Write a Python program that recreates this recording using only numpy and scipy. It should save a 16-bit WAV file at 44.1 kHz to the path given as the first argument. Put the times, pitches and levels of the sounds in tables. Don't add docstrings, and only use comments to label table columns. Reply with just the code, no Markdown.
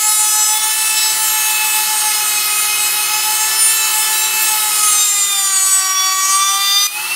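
import sys
import numpy as np
from scipy import signal
from scipy.fft import rfft, irfft
from scipy.io import wavfile
from scipy.ndimage import uniform_filter1d

SR = 44100
rng = np.random.default_rng(int(sys.argv[2]) if len(sys.argv) > 2 else 0)


def master_out(mix):
    frames = np.transpose(np.atleast_2d(mix))
    ceiling = np.clip(frames, -1, 1)
    pcm = np.round(ceiling * 32767).astype(np.int16)
    wavfile.write(sys.argv[1], SR, pcm)


N = 315315
T = np.arange(N) / SR
CUT_END_S = 6.871


def amp(db):
    return 10 ** (np.asarray(db) / 20)


def unit(x):
    return x / np.sqrt(np.mean(abs(x) ** 2) + 1e-20)


def tone(turns):
    return np.sqrt(2) * np.cos(2 * np.pi * turns)


def bell(x, centre, half_width):
    return np.exp(-((x - centre) / half_width) ** 2)


def peak(hz, centre_hz, width_hz):
    return 1 / (1 + (2 * (hz - centre_hz) / width_hz) ** 2)


def wander(rate_hz, size=4096):
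    hz = np.fft.rfftfreq(size, T[-1] / size)
    slow = irfft(rfft(rng.standard_normal(size)) / (1 + (hz / rate_hz) ** 2))
    return np.interp(T, np.linspace(0, T[-1], size), unit(slow))


def whine(partials, turns, waver_db, waver_hz):
    return sum(amp(db + waver_db * wander(waver_hz)) * tone(round(k) * turns + rng.random())
               for k, db in partials)


def flicker(x, depth_db, size=256):
    spectra = signal.stft(x, nperseg=size)[2]
    patches = uniform_filter1d(rng.standard_normal(spectra.shape), size=4, axis=0)
    patches = uniform_filter1d(patches, size=14, axis=1)
    return signal.istft(spectra * amp(depth_db * unit(patches)), nperseg=size)[1][:N]


def housed(noise, colour):
    # centre in Hz, width in Hz, boost in dB.
    hollows = [(159, 30, 8), (305, 17, 13), (1420, 160, 4.5), (1960, 310, 6.5), (3057, 340, 6),
               (4240, 460, 4.5), (9130, 750, 8.5)]
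    hz = np.fft.rfftfreq(N, 1 / SR)
    colour_hz, colour_db = np.transpose(colour)
    db = np.interp(np.log(hz + 1), np.log(colour_hz), colour_db, left=-150, right=-150)
    db += sum(boost * peak(hz, centre, width) for centre, width, boost in hollows)
    return unit(irfft(rfft(noise) * amp(db), N))


def knives(turns, rate_hz, load, pivot_harmonic=11.77):
    # base level in dB of harmonic 3, 4, 5, .. of the strike rate.
    harmonics = [-33, -46.5, -34.5, -35.5, -37.5, -37.5, -31.5, -37, -37.5, -30, -35.5, -36.5, -29.5, -31.5,
                 -29, -31, -33, -32.5, -31, -33.5, -32.5, -30.5, -33.5, -35.5, -35, -34, -40.5, -33.5, -35,
                 -44, -34, -49, -49, -35]
    # centre in Hz, width in Hz, boost in dB.
    frame = [(1275, 72, 4), (1534, 89, 16.5), (1749, 120, 16), (2032, 140, 6.5), (2350, 100, 3.5),
             (2628, 32, 6.5), (3083, 170, 5.5), (3598, 97, 12.5), (4220, 97, 6), (4550, 94, 3.5)]
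    # peak time in seconds, half length in seconds,
    # centre in Hz, half width in Hz, boost in dB.
    screeches = [(0.278, 0.24, 8370, 1690, 9.5), (0.662, 0.17, 9440, 610, 9.5), (1.023, 0.1, 4700, 1280, 8),
                 (1.88, 0.24, 8500, 3040, 1), (2.703, 0.46, 4450, 1100, 0.5), (4.007, 0.079, 8200, 1336, 4),
                 (4.955, 0.21, 8150, 3140, 6), (5.51, 0.3, 9200, 3020, 7.5), (6.283, 0.19, 5870, 1310, 12),
                 (6.742, 0.23, 3950, 1800, 7.5)]
    swells = [(db * bell(T, s, length), hz, width) for s, length, hz, width, db in screeches]
    buzz = np.zeros(N)
    for k, base_db in enumerate(harmonics, 3):
        hz, octaves = k * rate_hz, np.log2(k / pivot_harmonic)
        chatters = k % 3 == 0
        db = base_db - 1.18 + 0.73 * octaves - 1.0 * chatters
        db += load * (-4.5 - 3.0 * octaves + 4.5 * chatters)
        db += sum(boost * peak(hz, centre, width) for centre, width, boost in frame)
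        for swell_db, centre, width in swells:
            db += swell_db * (bell(hz, centre, width) - 0.61 * bell(hz, centre / 4, width / 8))
        grain = np.sqrt(min(k / pivot_harmonic, 2))
        level = amp(db + 3.0 * grain * wander(rate_hz=6)) + squeal(k)
        roughness = 0.2 * grain * wander(rate_hz=35) / (2 * np.pi)
        buzz += level * tone(k * turns + roughness + rng.random())
    return buzz * amp(0.72 * wander(rate_hz=46))


def squeal(k):
    # peak time in seconds, half length in seconds, harmonic, level in dB.
    squeals = [(0.068, 0.1, 24, -28), (0.37, 0.18, 14, -25), (0.457, 0.15, 12, -32),
               (0.479, 0.095, 18, -22.5), (0.575, 0.1, 8, -26.5), (0.908, 0.11, 6, -27),
               (1.042, 0.092, 18, -22), (1.623, 0.21, 6, -27.5), (2.035, 0.23, 19, -25),
               (2.622, 0.087, 21, -23.5), (2.84, 0.079, 19, -23), (2.95, 0.57, 6, -30.5),
               (3.387, 0.096, 15, -30), (3.596, 0.079, 12, -27), (3.647, 0.054, 21, -13),
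               (3.73, 0.044, 24, -24), (3.811, 0.12, 6, -30), (4.352, 0.16, 6, -26.5),
               (4.87, 0.085, 3, -27), (4.923, 0.28, 21, -26), (4.98, 0.041, 15, -23), (5.023, 0.05, 9, -25),
               (5.12, 0.15, 18, -17.5), (5.547, 0.21, 18, -21), (5.696, 0.16, 21, -17.5),
               (5.956, 0.12, 15, -20), (6.042, 0.092, 9, -25), (6.34, 0.46, 3, -22.5),
               (6.39, 0.15, 21, -27), (6.788, 0.12, 12, -24.5), (6.814, 0.11, 15, -21)]
    swells = [amp(db) * bell(T, s, length) for s, length, order, db in squeals if round(order) == k]
    return sum(swells) * amp(1.85 * wander(rate_hz=10))


def chips(turns, cutting, burst_turns=0.46):
    # frequency in Hz, relative level in dB.
    colour = [(2350, -45), (4000, -4.5), (4410, -8), (7470, -2), (9240, -2.5), (10900, -2.5), (13900, -0.5),
              (15700, -5)]
    bursts = 1 + 0.68 * np.exp(-(turns % 1) / burst_turns)
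    spray = cutting * bursts + (1 - cutting) * amp(-1.5)
    return amp(-22) * flicker(housed(spray * rng.standard_normal(N), colour), depth_db=0.8)


def fan_air():
    # frequency in Hz, relative level in dB.
    colour = [(18, -102), (30, -75), (163, -24), (303, -27.5), (352, -15.5), (485, -20.5), (640, -17),
              (793, -10.5), (846, -7), (1030, -7), (1270, -3), (1610, -11), (2990, -5), (3330, -8.5),
              (5000, -8.5), (6500, -9), (11000, -120)]
    return amp(-25) * flicker(housed(rng.standard_normal(N), colour), depth_db=0.9)


def background_db(load, opening_s=1.1, heavy_load=0.39):
    heavy = 0.5 + 0.5 * np.tanh((load - heavy_load) / 0.08)
    return -0.4 - load - 4.5 * heavy - 4 * bell(T, 0, opening_s)


def hum():
    # frequency in Hz, relative level in dB.
    tones = [(177.6, -59), (301.5, -62.5), (360.7, -49.5), (721.4, -50)]
    return sum(amp(db + 2.5 + wander(rate_hz=4)) * tone(hz * T + rng.random()) for hz, db in tones)


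def motor_shaft(turns, rate_hz, in_step_s=0.0832):
    lag_hz = 0.00829 * rate_hz * (rate_hz / 435) ** 3.5
    lag = np.cumsum(lag_hz) / SR
    return turns - lag + np.interp(in_step_s, T, lag)


def drive(shaft):
    # multiple of the shaft rate (7 pinion, 24 commutator), relative level in dB.
    motor_partials = [(1, -48.5), (7, -36.5), (14, -43), (20, -68), (21, -36.5), (24, -33), (26, -49),
                      (28, -57), (32, -40)]
    # multiple of its mesh rate, relative level in dB.
    gear_partials = [(3, -38.5), (4, -38), (5, -34.5), (6, -38), (7, -49), (10, -56), (11, -49), (13, -53)]
    mesh = shaft * 7 / 24 * 7
    motor = whine(motor_partials, shaft, waver_db=1.0, waver_hz=2.8)
    gears = whine(gear_partials, mesh, waver_db=4.0, waver_hz=4.4)
    return motor + amp(-1) * gears


def drone(turns, shaft, motor_share=0.71):
    # centre in Hz, width in Hz, level in dB.
    modes = [(854.2, 14.9, -27), (783.5, 12.5, -35), (754, 11, -38)]
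    hz = 2 * np.gradient(shaft) * SR
    level = np.sqrt(sum(amp(db) ** 2 * peak(hz, centre, width) for centre, width, db in modes))
    return level * (np.sqrt(motor_share) * tone(2 * shaft) + np.sqrt(1 - motor_share) * tone(2 * turns))


def panel(shaft, panel_hz=2525, width_hz=35):
    sixth = 6 * shaft
    response = np.sqrt(peak(np.gradient(sixth) * SR, panel_hz, width_hz))
    return amp(-30 + 3.3 * wander(rate_hz=14)) * response * tone(sixth)


def brief_dip(dip_s=4.3, half_length_s=0.065, depth_db=-2):
    return amp(depth_db * bell(T, dip_s, half_length_s))


def free_run(turns, shaft):
    whistle = amp(-23 + 3 * wander(rate_hz=25)) * tone(6 * turns)
    commutator = amp(-32 + 3 * wander(rate_hz=25)) * tone(24 * shaft)
    return whistle + commutator


def gain_recovery(cutting, depth_db=-5.5, recover_s=0.13):
    return amp(depth_db * (1 - cutting) * bell(T, CUT_END_S, recover_s))


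def garage(x, wet_db=-15, t60_s=0.44, echoes_per_s=2000):
    t = T[:SR // 2]
    echoes = rng.standard_normal(len(t)) * (rng.random(len(t)) < echoes_per_s / SR) * (t > 0.004)
    tail = unit(echoes * amp(-60 * t / t60_s)) / np.sqrt(len(t))
    return x + amp(wet_db) * signal.fftconvolve(x, tail)[:N]


def scene(easy_hz=435, labouring_hz=380, jitter_hz=0.191, stop_s=0.002):
    # time in seconds, knife strikes per second.
    speeds = [(0.0, 429.3), (0.1, 427.7), (0.42, 428.8), (0.78, 437.3), (1.93, 432.3), (2.35, 423.8),
              (2.49, 422), (3.05, 426.2), (3.7, 440.7), (3.96, 433.8), (4.4, 436.8), (4.82, 423),
              (5.3, 401.6), (5.59, 383.4), (5.99, 379.2), (6.23, 381.2), (6.43, 391), (6.73, 397.6),
              (6.89, 406.3), (6.95, 420.4), (7.07, 444), (7.15, 449)]
    speed_hz = np.interp(T, *np.transpose(speeds))
    load = (easy_hz - speed_hz) / (easy_hz - labouring_hz)
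    rate_hz = speed_hz + jitter_hz * wander(rate_hz=8.7)
    turns = np.cumsum(rate_hz) / SR
    shaft = motor_shaft(turns, rate_hz)
    cutting = 0.5 - 0.5 * np.tanh((T - CUT_END_S) / stop_s)
    feeding = 0.5 + 0.5 * cutting
    duck_db = background_db(load)
    machine = hum() + fan_air() + feeding * drive(shaft) + panel(shaft)
    machine += (1 - cutting) * free_run(turns, shaft)
    machine = amp(duck_db) * machine + drone(turns, shaft)
    wood = cutting * knives(turns, rate_hz, load) + amp(0.87 * duck_db) * chips(turns, cutting)
    mono = garage(brief_dip() * wood + gain_recovery(cutting) * machine)
    return np.array([mono, mono])


def record(dry, edge_hz=15740):
    low_pass = signal.firwin(1023, edge_hz, window=("kaiser", 9), fs=SR)
    return signal.oaconvolve(dry, low_pass[None], "same")


dry = scene()
out = record(dry)
master_out(out)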